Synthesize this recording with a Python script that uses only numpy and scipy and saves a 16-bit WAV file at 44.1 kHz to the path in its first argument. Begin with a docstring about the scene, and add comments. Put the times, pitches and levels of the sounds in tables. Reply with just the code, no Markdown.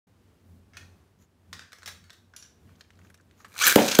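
"""Launching a toy top

In a small room a toy top is clicked onto its plastic launcher, with dull bumps through the floor.
The launcher is pulled: its gear teeth rip ever faster, the top snaps free, drops into a thin plastic
bowl, bounces and lands again on tip and rim, while the mechanism rattles on.
The close microphone overloads softly on the landings."""
import sys
import numpy as np
from scipy import signal
from scipy.fft import rfft, irfft, next_fast_len
from scipy.io import wavfile
from scipy.ndimage import map_coordinates

SR = 44100
rng = np.random.default_rng(int(sys.argv[2]) if len(sys.argv) > 2 else 0)


def generate_wav(signal):
    """Clip the signal to [-1, 1] and save it as 16-bit WAV at the path in sys.argv[1]."""
    frames = np.transpose(np.atleast_2d(signal))
    scaled = np.clip(frames, -1, 1) * 32767
    pcm = np.round(scaled).astype(np.int16)
    wavfile.write(sys.argv[1], SR, pcm)


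N = 176400
TIME = np.arange(N) / SR
HIT_TIME = TIME[:12000]  # seconds since a hit

# The pull. Each row: time in seconds, rattle in dB, teeth per second, treble boost in dB, whirr in dB.
CORD_PULL = [(3.481, -68, 90, 10, -94), (3.52, -56.5, 97.7, 4, -62), (3.555, -48, 124.4, 0.5, -53.5),
             (3.598, -30, 240, -0.5, -47), (3.615, -24, 305, -3, -29.5), (3.642, -25.5, 425, 3.5, -24),
             (3.665, -18.5, 490, -1, -35), (3.684, -26, 490, 9, -46), (3.71, -22, 460, -5, -40),
             (3.744, -64, 500, -10, -65), (3.79, -36, 510, -1, -58), (3.85, -30.5, 420, -2, -49.5),
             (3.92, -32.5, 390, -1.5, -42.5), (4.0, -34, 370, -1, -52)]
# The gears' tone. Each row: harmonic number, level in dB.
GEAR_HARMONICS = [(1, 0.5), (2, -5), (3, -6), (4, -5)]
# The launcher shell's tone colour. Each row: frequency in Hz, level in dB.
SHELL_COLOUR = [(100, -20), (350, -11), (850, -9.5), (1200, -0.5), (1600, -1), (2000, -7.5), (2600, -2.5),
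                (4500, -2), (6500, -1), (8200, -4), (11000, -9), (13000, -6.5), (15500, -11)]
# The shell's resonances. Each row: frequency in Hz, width in Hz, level in dB.
SHELL_PEAKS = [(1460, 160, 1), (1600, 160, -0.5), (2330, 230, 9), (4050, 240, 6), (6080, 120, 5.5)]


def launcher(cycles_per_tooth=4, cord_rub=0.6):
    """Teeth tick, the cord rubs and the gears' whirr sweeps up through the shell's resonances."""
    times, *columns = np.transpose(CORD_PULL)
    rattle_db, rate, treble_db, whirr_db = [np.interp(TIME, times, c) for c in columns]
    pulling = TIME > times[0]
    teeth_passed = np.cumsum(rate) / SR
    tooth_number = np.floor(teeth_passed + 0.24 * wobble(300))  # slightly uneven timing
    hits = np.flatnonzero(np.diff(tooth_number) > 0)
    teeth = np.zeros(N)
    teeth[hits] = amp(3.5 * rng.standard_normal(N)[hits])
    contact = signal.fftconvolve(teeth, fade(HIT_TIME, t60=0.005))[:N]
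    rattle = (contact / contact[pulling].std() + cord_rub) * rng.standard_normal(N)
    rattle *= amp(rattle_db + wobble(140)) / rattle[pulling].std()  # the spool runs unevenly
    phase = 2 * np.pi * cycles_per_tooth * teeth_passed + 1.35 * wobble(250)
    gears = sum(amp(db + 5.2 * wobble(200)) * np.sin(k * phase) for k, db in GEAR_HARMONICS)
    jolts = 1 + 0.8 * np.cos(2 * np.pi * teeth_passed)  # each tooth jolts the whirr's level
    whirr = amp(whirr_db) * unit(gears) * unit(jolts)
    shell = lambda hz: shape(SHELL_COLOUR)(hz) * np.hypot(1, peaks(SHELL_PEAKS)(hz))
    rip = coloured((rattle + whirr) * pulling, shell)
    treble = signal.sosfiltfilt(signal.butter(3, 8000, "high", fs=SR, output="sos"), rip)
    return in_room(rip + (amp(treble_db) - 1) * treble, wet_db=-7)


# The top hits the bowl. Each row: start in seconds, thump in dB, crack in dB.
BOWL_HITS = [(3.7582, -11.5, -6), (3.9884, -12, -8.5), (3.9928, -17, -28)]
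# The bowl's ringing notes. Each row: frequency in Hz, level in dB, seconds to fade by 60 dB.
BOWL_NOTES = [(228.5, -2.5, 0.44), (302.5, 5, 0.17), (339, 2, 0.25), (416, 4, 0.14), (445, 1, 0.062),
              (527, 2, 0.16), (575, -1.5, 0.28), (662, -13, 0.28), (726, -3.5, 0.38), (893, -13, 0.2),
              (1026, -12, 0.4), (1580, -8, 0.56)]
# The bowl's thin cover shakes. Each row: peak time in seconds, level in dB, spread in seconds.
COVER_SHUDDERS = [(3.788, -15.5, 0.01), (3.815, -26, 0.023)]
# Tone colours of the crack, the flexing bowl and its cover. Each row: frequency in Hz, level in dB.
CRACK_COLOUR = [(90, -15), (350, 3), (1000, 1), (1550, 10.5), (2100, 2), (3200, 6.5), (6000, -1.5),
                (7500, 3), (10000, -3.5), (12000, -2), (15500, 0.5)]
FLEX_COLOUR = [(40, -12), (130, -7.5), (230, -2), (350, -5), (520, -0.5), (750, -13.5), (1300, -36.5),
               (3000, -53)]
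COVER_COLOUR = [(130, -25), (220, 3), (400, -9), (560, 3), (740, 2.5), (1100, -11.5), (1330, -11.5),
                (1550, -14), (2000, -15), (2900, -17), (6000, -36)]


def bowl(flex_delay_s=0.00304, lowest_hz=133):
    """The tip cracks on the bowl, which flexes once and rings like a drum; its cover shudders."""
    out = coloured(swells(COVER_SHUDDERS) * grit(rough_db=0.5, rate=200), shape(COVER_COLOUR))
    flex = amp(28) * coloured(signal.unit_impulse(len(HIT_TIME)), shape(FLEX_COLOUR))
    for start, thump_db, crack_db in BOWL_HITS:
        add(out, start, amp(crack_db) * burst(0.021, shape(CRACK_COLOUR)))
        thump = flex + amp(-2.5) * ring(BOWL_NOTES, scatter_db=2.5)
        add(out, start + flex_delay_s, amp(thump_db) * thump)
    out = signal.sosfilt(signal.butter(2, lowest_hz, "high", fs=SR, output="sos"), out)
    return in_room(out, wet_db=-9.5)


# The top snaps free. 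Each row: start in seconds, level in dB, hollow ring and bright ring in dB
# compared with the crack, seconds to fade by 60 dB.
PRONG_SNAPS = [(3.668, -7.5, -1, 3, 0.0077), (3.675, -15.5, 4.5, 2, 0.023), (3.68, -9, -2, 0, 0.0087),
               (3.6851, -16.5, 1, -5, 0.014), (3.6961, -16.5, -12, -15, 0.022),
               (3.7178, -18, -5, -18, 0.0091), (3.7251, -14, 8, -27, 0.0095)]


def release():
    """Hard snaps as the top leaves the launcher's prongs, each with a hollow and a bright ring."""
    out = np.zeros(N)
    for start, db, hollow_db, bright_db, t60 in PRONG_SNAPS:
        hollow = amp(hollow_db) * burst(t60, lambda hz: peaks([(1575, 330, 0)])(hz) ** 2)
        bright = amp(bright_db) * burst(t60, peaks([(12800, 1100, 0)]))
        crack = burst(t60, shape(CRACK_COLOUR))
        add(out, start, amp(db) * (crack + hollow + bright))
    return in_room(out, wet_db=-6.5)


# Spinning parts scrape. 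Each row: peak time in seconds, level in dB, spread in seconds.
SPIN_SCRAPES = [(3.886, -26, 0.006), (3.918, -21, 0.0031), (3.928, -22, 0.0021), (3.9535, -18.5, 0.0029)]
# Their tone colour. Each row: frequency in Hz, level in dB.
SCRAPE_COLOUR = [(300, -18), (1200, -5.5), (2700, 1.5), (4500, -2), (6300, 2.5), (8200, -12.5),
                 (15500, -15.5)]


def scrapes():
    """Short gritty rubs of the spinning parts."""
    friction = swells(SPIN_SCRAPES) * grit(rough_db=3.5, rate=1300)
    return in_room(coloured(friction, shape(SCRAPE_COLOUR)), wet_db=-10)


# Plastic parts click. Each row: start in seconds, level in dB, low boost in dB, treble boost in dB,
# the part's resonance in Hz, seconds to fade by 60 dB, room echo in dB.
PART_CLICKS = [(0.735, -50, 10, -11, 2250, 0.022, 7.5), (0.7696, -38, -2, -3, 2490, 0.049, -3.5),
               (0.83, -54, 8, -12, 1500, 0.03, -7), (1.529, -33.5, 3.5, -1.5, 5140, 0.046, -3.5),
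               (1.5933, -36.5, 0.5, -3, 1730, 0.018, -0.5), (1.72, -46.5, -1, -1, 1470, 0.032, -11),
               (1.73, -38.5, 6, 0, 5350, 0.028, -3), (1.785, -50, 7.5, 5, 5470, 0.036, -2),
               (1.8215, -48, 3, -9, 1470, 0.025, -2), (1.831, -43.5, 3.5, -5, 7900, 0.037, -3),
               (1.8595, -34.5, -2.5, 2, 5300, 0.037, 1), (1.8761, -34.5, 4.5, 4, 3970, 0.085, -7),
               (2.04, -53.5, 6, 3, 4500, 0.034, 1.5), (2.097, -45, 7, -10, 2300, 0.015, -11),
               (2.1036, -38.5, 0.5, -6, 3640, 0.02, -3.5), (2.1305, -52.5, 1, 2, 12900, 0.05, -3),
               (2.3372, -47.5, 9.5, -14, 1500, 0.036, -1.5), (2.3642, -41, -11.5, -1.5, 7100, 0.034, -1.5),
               (2.425, -49.5, 1.5, -1, 3060, 0.04, 1), (2.6908, -59, 6, -24, 3170, 0.021, 2),
               (2.8087, -43.5, -0.5, -6, 4350, 0.035, -11.5), (2.905, -51, 8.5, -6, 2950, 0.028, -15),
               (2.991, -53.5, 12, -5, 6800, 0.024, -12), (3.048, -56.5, 10, -15, 6560, 0.044, -10),
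               (3.1, -52.5, 9, 4, 9600, 0.049, -17), (3.143, -50, 1, 3.5, 5600, 0.035, -13),
               (3.176, -59, -6, 2, 7200, 0.018, -15), (3.1987, -54.5, 20, -4, 2100, 0.032, -19),
               (3.311, -55.5, 1, -6, 2230, 0.017, -8), (3.4025, -49.5, 9, -11, 1220, 0.04, -6.5),
               (3.4464, -42.5, 9.5, 1.5, 1200, 0.074, -11)]
# The plastic's tone colour. Each row: frequency in Hz, level in dB.
PLASTIC_COLOUR = [(100, -47), (400, -8.5), (850, -7), (1150, -1.5), (1550, 3), (2200, 0.1), (3000, -1),
                  (4000, -1), (4700, -4), (6200, -3), (8500, -9), (12000, -15.5), (15500, -17.5)]


def clicks():
    """Plastic parts knock as the top goes onto the launcher, each with its own resonance."""
    out = np.zeros(N)
    for start, db, low_db, high_db, part_hz, t60, wet_db in PART_CLICKS:
        tilt = shape([(1700, low_db), (3000, 0), (6000, 0), (10000, high_db)])
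        part = peaks([(part_hz, part_hz / 11, 7)])
        colour = lambda hz: tilt(hz) * shape(PLASTIC_COLOUR)(hz) * np.hypot(1, part(hz))
        add(out, start, in_room(amp(db) * burst(t60, colour), wet_db))
    return out


# The metal disc clinks. Each row: start in seconds, level in dB, treble cutoff in Hz.
DISC_CLINKS = [(2.363, -42, 13500), (2.425, -45, 6200)]
# The disc's resonances. Each row: frequency in Hz, width in Hz, level in dB.
DISC_PEAKS = [(4360, 300, -3), (5800, 770, 1), (7200, 400, -4.5), (10200, 510, 0.5), (13100, 800, -4)]


def disc():
    """The top's metal disc rings as it settles into place."""
    out = np.zeros(N)
    for start, db, cutoff_hz in DISC_CLINKS:
        # squaring narrows the peaks and doubles their dB
        colour = lambda hz: peaks(DISC_PEAKS)(hz) ** 2 / np.hypot(1, (hz / cutoff_hz) ** 6)
        add(out, start, in_room(amp(db) * burst(0.049, colour), wet_db=-4.5))
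    return out


def loose_parts(typical_hz=2240):
    """Loose parts tick faintly as the launcher is lifted."""
    out = np.zeros(N)
    for start in rng.uniform(2.66, 3.22, size=22):
        strength, pitch = rng.standard_normal(2)
        part_hz = typical_hz * 2 ** (0.78 * pitch)
        colour = lambda hz: shape(PLASTIC_COLOUR)(hz) * peaks([(part_hz, part_hz / 3.2, 0)])(hz)
        add(out, start, amp(-62.5 + 0.5 * strength) * burst(0.023, colour))
    return out


# Finger slides. Each row: peak time in seconds, level in dB, spread in seconds.
FINGER_RUBS = [(1.222, -65.5, 0.019), (2.8, -67, 0.0092), (3.06, -70.5, 0.025), (3.41, -63.5, 0.027)]
# Their tone colour. Each row: frequency in Hz, level in dB.
FINGER_COLOUR = [(300, -1), (1400, 2.5), (3000, -4.5), (5300, -6), (6750, 6), (8200, -15), (12500, -8),
                 (15500, -10)]


def fingers():
    """Fingers catch and slip on the plastic."""
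    return coloured(swells(FINGER_RUBS) * grit(rough_db=3.5, rate=1300), shape(FINGER_COLOUR))


# Bumps through the floor. Each row: peak time in seconds, level in dB, spread in seconds.
FLOOR_BUMPS = [(0.532, -50.5, 0.07), (0.833, -54, 0.054), (1.21, -56, 0.02), (1.561, -53, 0.069),
               (1.972, -56.5, 0.095), (2.69, -52.5, 0.058), (3.056, -54, 0.059), (3.272, -60.5, 0.054)]
# Their tone colour. Each row: frequency in Hz, level in dB.
BOOM_COLOUR = [(30, -28), (70, 0), (95, -1), (125, -5), (170, 1.5), (300, -9.5), (700, -26), (2000, -38.5)]


def floor_bumps(floor_hz=89):
    """Dull bumps swell in the floor's low resonance."""
    note = np.sin(2 * np.pi * floor_hz * TIME + 0.39 * wobble(11))
    boom = amp(-6) * coloured(rng.standard_normal(N), shape(BOOM_COLOUR))
    return swells(FLOOR_BUMPS) * (note + boom)


# The quiet room's tone colour. Each row: frequency in Hz, level in dB.
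ROOM_COLOUR = [(15, -71), (25, -43.5), (53, -12), (69, -7), (91, 0), (119, -12), (221, -9.5), (281, -14),
               (359, -15), (582, -22), (1080, -25.5), (2490, -32.5), (15500, -44)]


def room_tone():
    """A faint low rumble whose level wavers."""
    return amp(-62.5 + 2.24 * wobble(6.94)) * coloured(rng.standard_normal(N), shape(ROOM_COLOUR))


# The room's echo. Each row: frequency in Hz, seconds to fade by 60 dB.
ROOM_DECAY = [(150, 0.49), (1500, 0.38), (6000, 0.39), (10000, 0.35), (16000, 0.34)]


def in_room(x, wet_db, build_s=0.0056):
    """Add the room's echo at wet_db: it builds quickly, and the low notes last longest."""
    hz, t, noise = signal.stft(rng.standard_normal(SR // 2), SR, nperseg=256)
    decay = fade(t, along(ROOM_DECAY, hz)[:, None])
    build = 1 - np.exp(-t / build_s)
    tail = signal.istft(noise * decay * build, SR, nperseg=256)[1]
    response = amp(wet_db) * tail / np.linalg.norm(tail)
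    response[0] += 1  # the direct sound
    return signal.fftconvolve(x, response)[:N]


def burst(t60, gain):
    """A contact: filtered noise that dies quickly."""
    return coloured(rng.standard_normal(len(HIT_TIME)) * fade(HIT_TIME, t60), gain)


def ring(notes, scatter_db):
    """Fading notes, their balance a little different at each blow."""
    gains = amp(np.array(notes)[:, 1] - scatter_db * rng.standard_normal(len(notes)))
    gains *= np.sqrt(2) / np.linalg.norm(gains)
    return sum(gain * np.sin(2 * np.pi * hz * HIT_TIME) * fade(HIT_TIME, t60)
               for gain, (hz, _, t60) in zip(gains, notes))


def grit(rough_db, rate):
    """Friction: noise that catches and slips, rate times a second."""
    return unit(rng.standard_normal(N) * amp(rough_db * wobble(rate)))


def swells(rows):
    """A bell-shaped rise and fall in level for each row."""
    return sum(amp(db) * np.exp(-.5 * ((TIME - peak) / spread) ** 2) for peak, db, spread in rows)


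def wobble(rate):
    """A smooth curve through rate random values a second."""
    return map_coordinates(rng.standard_normal(4096), [TIME * rate], mode="wrap")


def coloured(x, gain):
    """Filter x by a gain curve over frequency; white noise keeps its power."""
    size = 2 * next_fast_len(len(x) // 2 + 2048)
    gains = unit(gain(np.fft.rfftfreq(size, 1 / SR)))
    cepstrum = irfft(np.log(np.maximum(gains, 1e-6)), size)
    # make the filter ring only after a hit, never before
    cepstrum[1:size // 2] *= 2
    cepstrum[size // 2 + 1:] = 0
    return irfft(rfft(x, size) * np.exp(rfft(cepstrum)), size)[:len(x)]


def shape(points):
    """Gain curve through (Hz, dB) points."""
    return lambda hz: amp(along(points, hz))


def peaks(rows):
    """Gain curve of resonances, each given as centre in Hz, width in Hz, level in dB."""
    return lambda hz: np.sqrt(sum(
        abs(amp(db) * hz * width / (centre ** 2 - hz ** 2 + 1j * hz * width)) ** 2
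        for centre, width, db in rows))


def along(points, hz):
    """Read between (Hz, value) points on a log frequency axis."""
    freqs, values = np.transpose(points)
    return np.interp(np.log(hz + 1), np.log(freqs + 1), values)


def fade(t, t60):
    """Die away by 60 dB every t60 seconds."""
    return 1000. ** (-t / t60)


def amp(db):
    """Decibels to gain."""
    return 10 ** (np.asarray(db) / 20)


def unit(x):
    """Scale to an average power of 1."""
    return x / np.sqrt(np.mean(x ** 2) + 1e-20)


def add(out, start, x):
    """Mix x into out at start seconds."""
    part = out[round(start * SR):][:len(x)]
    part += x[:len(part)]


def scene():
    """All sources at one microphone."""
    background = room_tone() + floor_bumps()
    handling = fingers() + clicks() + disc() + loose_parts()
    launch = launcher() + release() + scrapes() + bowl()
    return (background + handling + launch)[None]


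def record(dry, start_s=0.069, top_hz=16200, slope_hz=700):
    """The sound opens after a moment; the loudest peaks are rounded and the highest treble is cut."""
    x = dry * np.clip((TIME - start_s) / .004, 0, 1)
    x = x / (1 + abs(x) ** 4) ** (1 / 4)  # soft overload
    size = next_fast_len(N + SR // 2)
    low_pass = np.clip((top_hz - np.fft.rfftfreq(size, 1 / SR)) / slope_hz, 0, 1) ** 2
    return irfft(rfft(x, size) * low_pass, size)[..., :N]


dry = scene()
out = record(dry)
generate_wav(out)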